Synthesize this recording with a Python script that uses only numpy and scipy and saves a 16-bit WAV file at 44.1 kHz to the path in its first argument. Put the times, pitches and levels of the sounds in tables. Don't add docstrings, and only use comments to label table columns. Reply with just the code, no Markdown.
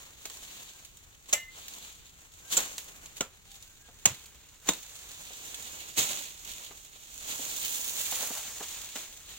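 import sys
import numpy as np
from scipy import signal
from scipy.fft import rfft, irfft, next_fast_len
from scipy.io import wavfile
from scipy.ndimage import map_coordinates

SR = 44100
rng = np.random.default_rng(int(sys.argv[2]) if len(sys.argv) > 2 else 0)


def master(y):
    cut = np.clip(np.atleast_2d(y).T, -1, 1)
    pcm = np.round(cut * 32767)
    wavfile.write(sys.argv[1], SR, pcm.astype(np.int16))


N = 413658

# f/Hz, density/dB
LEAF_SPECTRUM = [(900, -35), (1700, -13), (2500, -5.5), (3600, -1), (4300, -3), (5100, -8.5), (6100, -1),
                 (7000, 4), (7700, -1.5), (8800, -7), (11500, -13.5), (14000, -8), (15500, -5.5)]
LITTER_SPECTRUM = [(40, -8), (90, -10), (180, -4), (300, -2.5), (600, -2.5), (1000, -1), (1600, -1.5),
                   (3000, -2), (6000, -57)]
# f/Hz, coherence
LEAF_COHERENCE = [(1500, 0.76), (2500, 0.48), (4000, 0.23), (12000, 0.083)]
LITTER_COHERENCE = [(200, 1), (600, 0.91), (1600, 0.65), (4000, 0.16)]


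def amp(db):
    return 10 ** (np.asarray(db) / 20)


def unit(x):
    return x / np.sqrt(np.mean(x ** 2) + 1e-20)


def along(points, hz):
    f, v = np.transpose(points)
    return np.interp(np.log(hz + 1), np.log(f + 1), v)


def hump(hz, centre_hz, width):
    return 1 / (1 + ((hz - centre_hz) / (width * centre_hz)) ** 2)


def wobble(knots_per_s):
    knots = rng.standard_normal(int(N * knots_per_s / SR) + 4)
    return map_coordinates(knots, [np.arange(N) * knots_per_s / SR])


def filtered(x, response):
    n = x.shape[-1]
    m = next_fast_len(n + 4096)
    return irfft(rfft(x, m) * response(np.fft.rfftfreq(m, 1 / SR)), m)[..., :n]


def impulse(db_at, size=2048):
    cepstrum = irfft(np.log(amp(db_at(np.fft.rfftfreq(size, 1 / SR)))))
    cepstrum[1:size // 2] *= 2
    cepstrum[size // 2 + 1:] = 0
    return irfft(np.exp(rfft(cepstrum)))


def add(track, at_s, sound):
    part = track[..., round(at_s * SR):][..., :sound.shape[-1]]
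    part += sound[..., :part.shape[-1]]


def panned(db):
    gains = amp(np.array([np.atleast_1d(db), -np.atleast_1d(db)]) / 2)
    return gains / np.sqrt(np.mean(gains ** 2, axis=0))


def stereo(pair, coherence, spectrum):
    def response(hz):
        angle = np.arccos(np.clip(along(coherence, hz), -1, 1)) / 2
        return amp(along(spectrum, hz)) * [np.cos(angle), np.sin(angle)]
    mid, side = filtered(pair, response)
    return unit(np.array([mid + side, mid - side]))


def crackle(per_s, spread_db, share, size=N):
    sizes = amp(spread_db * np.clip(rng.standard_normal((2, size)), -2, 2))
    signs = rng.choice([-1, 1], (2, size))
    ticks = unit(sizes * signs * (rng.random((2, size)) < per_s / SR))
    return np.sqrt(share) * ticks + np.sqrt(1 - share) * rng.standard_normal((2, size))


def movement(at_s, rise_s, hold_s, fall_s):
    t = np.arange(N) / SR
    return amp(-20 * (np.maximum(at_s - t, 0) / rise_s + np.maximum(t - at_s - hold_s, 0) / fall_s))


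def placed(sound, max_lag_s=0.000304):
    # t/s, bearing (-1 left, 1 right)
    path = [(0, -0.64), (2.0, -0.86), (3.0, -0.77), (4.5, -0.15), (5.3, 0.76), (6.1, 1), (7.0, 0.97),
            (7.7, 0.77), (8.4, -0.013), (9.3, -0.29)]
    bearing = np.interp(np.arange(N) / SR, *np.transpose(path))
    left = map_coordinates(sound[0], [np.arange(N) - bearing * max_lag_s * SR], order=5)
    pair = np.array([left, sound[1]])
    bass = filtered(pair, lambda hz: along([(1500, 0.85), (5000, 0)], hz))
    top = filtered(pair, lambda hz: along([(8000, 0.062), (11500, 0.95)], hz))
    middle = pair - bass - top
    return bass + middle * panned(-1 - 1.5 * bearing) + top * panned(-5.5 - 4.5 * bearing)


def cane_scatter(contact, body, wet_db, left_lead_s):
    # f/Hz, t60/s
    decay_times = [(150, 0.17), (800, 0.18), (3000, 0.23), (7000, 0.18), (14000, 0.27)]
    # f/Hz, coherence
    coherence = [(200, 0.94), (700, 0.87), (2000, 0.2), (8000, .05)]
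    colour_db = [(150, 2.5), (500, 3.5), (2500, -0.5), (7000, -3.0), (13000, -1.2)]
    echoes = crackle(per_s=3000, spread_db=3.5, share=0.71, size=SR // 2)
    hz, t, frames = signal.stft(echoes, SR, nperseg=256)
    envelope = amp(-60 * t / along(decay_times, hz)[:, None]) * (1 - np.exp(-t / 0.004))
    tail = signal.istft(frames * envelope, SR, nperseg=256)[1]
    tail = stereo(tail, coherence, colour_db) / np.sqrt(tail.shape[1])
    padded = np.pad(contact, (0, tail.shape[1] - len(contact)))
    direct = filtered(padded, lambda hz: np.exp(1j * np.pi * hz * left_lead_s * np.array([[1], [-1]])))
    heard = signal.fftconvolve(direct + amp(wet_db) * np.linalg.norm(contact) * tail, body[None], axes=1)
    return filtered(heard, lambda hz: panned(along([(300, 0), (9000, -2.5), (14000, -6)], hz)))


def tap(colour_db, t60_s, wet_db, left_lead_s):
    t = np.arange(SR // 10) / SR
    contact = rng.standard_normal(len(t)) * amp(-60 * t / t60_s)
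    body = impulse(colour_db)
    return cane_scatter(contact, body, wet_db, left_lead_s) / abs(signal.fftconvolve(contact, body)).max()


def breeze(level_db=-62):
    # f/Hz, density/dB
    spectrum = [(12, -39), (20, 0), (70, -0.5), (192, -12.5), (235, -15.5), (300, -18.5), (449, -19),
                (910, -40), (1360, -22.5), (2500, -28), (3250, -70), (5500, -120)]
    # f/Hz, coherence
    coherence = [(25, 0.58), (100, 0.7), (300, 0.17), (1500, 0.13)]
    drift_db = 1.2 * wobble(6)
    return amp(level_db + drift_db) * stereo(rng.standard_normal((2, N)), coherence, spectrum)


def handling(still_leaf_db=-67, still_litter_db=-71.5):
    # t/s, rise/s, hold/s, fall/s, hiss/dB, scrape/dB, papery/dB re hiss
    moves = [(0.0, .1, 0.023, 0.24, -57.5, -59.5, 2), (0.33, 0.28, 0.22, 0.61, -54, -61, 2.5),
             (1.678, 0.22, 0.19, 0.31, -55, -62, 5.5), (2.655, 0.53, 0.15, 0.26, -53, -59.5, -2.5),
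             (2.95, 0.22, 0.17, 0.11, -62, -64, -4), (3.516, 0.13, 0.07, 0.48, -61, -71.5, 1),
             (4.126, 0.2, 0.048, 0.32, -56.5, -62, 4.5), (4.79, 0.27, 0.5, 0.77, -55.5, -66, 0.5),
             (5.495, 0.94, 0.37, 1.0, -51, -58, 1.5), (6.124, .15, 0.078, .25, -48, -61, 2.5),
             (6.499, 0.22, 0.033, 0.64, -50, -57.5, 0.5), (7.294, 0.32, 0.14, 0.51, -44.5, -53.5, -3.5),
             (7.63, 0.41, 0.62, 0.9, -41.5, -54, -3.5), (8.688, 0.38, 0.07, 0.72, -48.5, -59, 1),
             (9.318, 0.24, .07, .3, -55.5, -62.5, 6)]
    power = amp([[still_leaf_db], [still_litter_db], [still_leaf_db]]) ** 2 * np.ones(N)
    for *timing_s, hiss_db, scrape_db, papery_db in moves:
        power += (amp([[hiss_db], [scrape_db], [hiss_db + papery_db]]) * movement(*timing_s)) ** 2
    return 10 * np.log10(power)


def foliage(hiss_db, scrape_db, papery_db, leaf_gain_db=7.5, litter_gain_db=4.5):
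    catch_db = (wobble(30) + 0.8 * wobble(110)) * amp(-0.12 * (hiss_db + 50))
    flicks = (rng.random(N) < 25 / SR) * rng.uniform(0.3, 1.2, N)
    spurts = 1 + signal.lfilter([1], [1, -np.exp(-1 / (0.003 * SR))], flicks)
    leaves = spurts * stereo(crackle(per_s=3800, spread_db=2.5, share=0.27), LEAF_COHERENCE, LEAF_SPECTRUM)
    sheen = filtered(leaves, lambda hz: along([(8000, 0.0057), (11000, 0.81)], hz))
    papery = filtered(leaves, lambda hz: along([(4000, 0.56), (5500, 0)], hz))
    sheen_db = 0.5 + 1.05 * np.maximum(hiss_db + 46, 0)
    hiss = (leaves - sheen - papery + sheen * amp(sheen_db)) * amp(hiss_db)
    hiss += papery * amp(papery_db + 2.7 * wobble(22))
    hiss *= amp(leaf_gain_db + 0.97 * catch_db)
    scrape = stereo(crackle(per_s=400, spread_db=4.5, share=0.27), LITTER_COHERENCE, LITTER_SPECTRUM)
    scrape *= amp(scrape_db + litter_gain_db + catch_db + 1.16 * wobble(20))
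    return placed(hiss + scrape)


def bumps():
    # t/s, level/dB, cutoff/Hz
    contacts = [(0.253, -36, 2490), (.299, -43, 2000), (2.583, -35, 700), (2.779, -36, 2500),
                (3.887, -47, 990), (5.305, -45, 900), (6.107, -38.5, 1500), (6.709, -38.5, 2000),
                (7.394, -39, 400), (8.123, -26.5, 4000), (8.227, -34, 1200), (8.304, -34.5, 700),
                (8.607, -32.5, 1316), (8.957, -32, 2570)]
    # f/Hz, density/dB
    spectrum = [(70, -41.5), (180, -7.5), (400, 0.5), (750, -0.5), (1300, -3.5), (3000, -1.5), (5000, 3),
                (7000, -15), (12000, -35)]
    out = np.zeros((2, N))
    for at_s, db, cutoff_hz in contacts:
        colour_db = lambda hz: along(spectrum, hz) - 10 * np.log10(1 + (hz / cutoff_hz) ** 4)
        add(out, at_s, amp(db) * tap(colour_db, t60_s=0.072, wet_db=-13, left_lead_s=0.00003))
    return out


def snaps(hiss_db, small_per_s=9.9, over_hiss_db=14.5, spread_db=3):
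    # t/s, level/dB
    loud = [(.255, -23), (.299, -31), (.371, -34), (.849, -31.5), (.971, -38), (1.682, -27), (1.737, -31),
            (2.781, -21), (3.059, -28.5), (3.168, -30.5), (3.516, -36), (3.625, -33.5), (4.258, -35),
            (4.735, -23), (5.544, -26), (5.982, -13), (6.107, -25), (6.535, -32), (8.959, -27)]
    small = [(when * N / SR, hiss_db[int(when * N)] + over_hiss_db + spread_db * (2 * size - 1))
             for when, size in rng.random((round(small_per_s * N / SR), 2))]
    colour_db = lambda hz: along(LEAF_SPECTRUM, hz)
    out = np.zeros((2, N))
    for at_s, db in loud + small:
        add(out, at_s, amp(db) * tap(colour_db, t60_s=0.036, wet_db=-4, left_lead_s=rng.normal(0, 0.00012)))
    return out


def bird():
    # t/s, length/s, top f/Hz, level/dB
    notes = [(0.675, 0.18, 1595, -69), (2.419, 0.16, 1600, -60), (3.437, 0.16, 796, -66.5),
             (3.628, 0.17, 1556, -71), (3.788, 0.12, 1640, -65)]
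    out = np.zeros(N)
    for at_s, length_s, top_hz, db in notes:
        arch = np.sin(np.linspace(0, np.pi, round(length_s * SR)))
        pitch_hz = top_hz * (1 + 0.07 * (arch - 1))
        add(out, at_s, amp(db) * arch * np.sin(2 * np.pi * np.cumsum(pitch_hz) / SR))
    return out


def swishes():
    # peak t/s, level/dB, 15 dB rise/s, t60/s, litter/dB re leaves
    hits = [(1.293, -43.5, 0.013, 0.36, -8), (1.59, -46, 0.076, 0.23, -7), (2.528, -24, 0.021, .17, -13.5),
            (2.584, -30, 0.024, 0.43, -6), (3.179, -42.5, 0.025, 0.12, -12),
            (4.682, -35, 0.026, 0.29, -6.5), (5.981, -20, .012, 0.38, -12), (6.11, -36.5, .05, 0.94, -10.5),
            (8.964, -37.5, 0.029, 0.57, -12)]
    t = np.arange(N) / SR
    leaves = stereo(crackle(per_s=1800, spread_db=1.5, share=0.87), LEAF_COHERENCE, LEAF_SPECTRUM)
    leaves *= amp(0.89 * wobble(150))
    litter = stereo(crackle(per_s=430, spread_db=4.0, share=0.41), LITTER_COHERENCE, LITTER_SPECTRUM)
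    out = np.zeros((2, N))
    for at_s, db, rise_s, t60_s, litter_db in hits:
        envelope = amp(db - 15 * np.maximum(at_s - t, 0) / rise_s - 60 * np.maximum(t - at_s, 0) / t60_s)
        out += envelope * (leaves + amp(litter_db) * litter)
    return placed(out)


def chops(rise_s=0.00094, release_t60_s=0.03, uneven_db=4, gain_db=27, wet_db=-7):
    # t/s, thump/dB, knock/dB, crack/dB, splinter/dB, length/s, snap delay/s, snap/dB re fibres,
    # hollow f/Hz, hollow boost/dB, rind f/Hz, rind boost/dB, left lead/s
    blows = [(1.326, -50.5, -37, -27, -23, 0.011, .0048, 23, 604, 12, 2700, 4, 0.0002),
             (2.567, -46, -43, -33, -20.5, 0.011, .0074, 15, 480, 7, 1440, 10, 0.00027),
             (3.206, -41, -40, -34, -32, 0.004, 0.0022, 6, 527, 5, 1365, 9.5, 0.000072),
             (4.054, -38, -35, -24, -20, 0.0053, .005, 17.5, 900, 3, 2850, -1, 0.000081),
             (4.686, -31, -36.5, -27.5, -23, 0.0063, 0.0042, 22.5, 323, 11, 3700, 12, 0.000064)]
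    # f/Hz, density/dB
    spectrum = [(40, -10), (100, -8.5), (200, 3), (320, -1.5), (550, 7.5), (1000, 8), (1700, -0.5),
                (2900, -1.5), (3700, -0.5), (5000, -4.5), (7100, 13), (8800, -3.5), (11500, -11),
                (15000, -6.5)]
    edges_hz = [100, 400, 1500, 5000, 16000]
    centres_hz = np.sqrt(np.multiply(edges_hz[:-1], edges_hz[1:]))
    out, t = np.zeros((2, N)), np.arange(SR // 12) / SR
    for (at_s, *bands_db, length_s, snap_s, snap_db,
         hollow_hz, hollow_db, rind_hz, rind_db, left_lead_s) in blows:
        force = (1 - np.exp(-t / rise_s)) ** 2 * amp(-60 * np.maximum(t - length_s, 0) / release_t60_s)
        fibres = force * rng.standard_normal(len(t))
        fibres *= amp(uneven_db * np.clip(rng.standard_normal(len(t)), -2, 2))
        fibres[round(snap_s * SR)] += amp(snap_db)
        stalk = impulse(lambda hz: along(spectrum, hz) + hollow_db * hump(hz, hollow_hz, 0.17)
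                        + rind_db * hump(hz, rind_hz, 0.053))
        stalk_power = abs(rfft(stalk, SR)) ** 2
        stalk_db = 10 * np.log10(np.add.reduceat(stalk_power, edges_hz)[:-1] / SR)
        balance = np.column_stack([centres_hz, bands_db - stalk_db + gain_db])
        body = signal.fftconvolve(stalk, impulse(lambda hz: along(balance, hz)))
        add(out, at_s, cane_scatter(fibres / np.linalg.norm(fibres), body, wet_db, left_lead_s))
    return out


def blade(at_s=1.330, gain_db=-33, free_s=0.15, hand_t60_s=0.5):
    # f/Hz, level/dB, free t60/s
    modes = [(1800, -13, 0.64), (2060, -5, 0.76), (2095, -5, .4), (2305, -4, 0.16), (2895, -3.5, 0.32),
             (3817, -23, .5), (5475, -11, 0.19), (5750, -6, 0.23), (6395, -7, 0.24), (7359, 0, .15),
             (7660, 6, 0.14), (10930, -5, 0.18), (11910, -7, 0.14), (12960, -9, .18)]
    out, t = np.zeros((2, N)), np.arange(SR // 2) / SR
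    envelope = (1 - np.exp(-t / 0.0027)) * amp(-60 * np.maximum(t - free_s, 0) / hand_t60_s)
    for hz, db, t60_s in modes:
        flutter_db = 3 * wobble(50)[:len(t)]
        phase = rng.uniform(0, 2 * np.pi) + 0.67 * np.array([wobble(51)[:len(t)], wobble(56)[:len(t)]])
        decay = amp(gain_db + db + flutter_db - 60 * t / t60_s)
        add(out, at_s, decay * envelope * np.sin(2 * np.pi * hz * t + phase))
    return out


def thuds():
    # t/s, level/dB
    blows = [(4.064, -32.5), (4.105, -39.5), (5.98, -40)]
    # f/Hz, density/dB
    spectrum = [(30, -12), (70, -2), (130, 2.5), (190, -3), (350, -20), (1000, -55)]
    out = np.zeros((2, N))
    for at_s, db in blows:
        add(out, at_s, amp(db) * tap(lambda hz: along(spectrum, hz), t60_s=0.11, wet_db=-14, left_lead_s=0))
    return out


def rub():
    # t/s, rise/s, hold/s, fall/s, level/dB
    rubs = [(8.155, .08, 0.1, .06, -45.5), (8.352, 0.051, 0.026, 0.1, -44)]
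    hollow_db = [(300, -34), (550, -6), (800, -1), (1100, -6), (1800, -9), (4000, -14)]
    envelope = sum(amp(db) * movement(*timing_s) for *timing_s, db in rubs)
    return envelope * stereo(crackle(per_s=270, spread_db=1, share=0.36), LITTER_COHERENCE, hollow_db)


def scene():
    hiss_db, scrape_db, papery_db = handling()
    leaves = foliage(hiss_db, scrape_db, papery_db) + swishes() + snaps(hiss_db)
    return chops() + blade() + bumps() + thuds() + leaves + rub() + bird() + breeze()


def record(dry):
    return filtered(dry, lambda hz: hz < 15950)


dry = scene()
out = record(dry)
master(out)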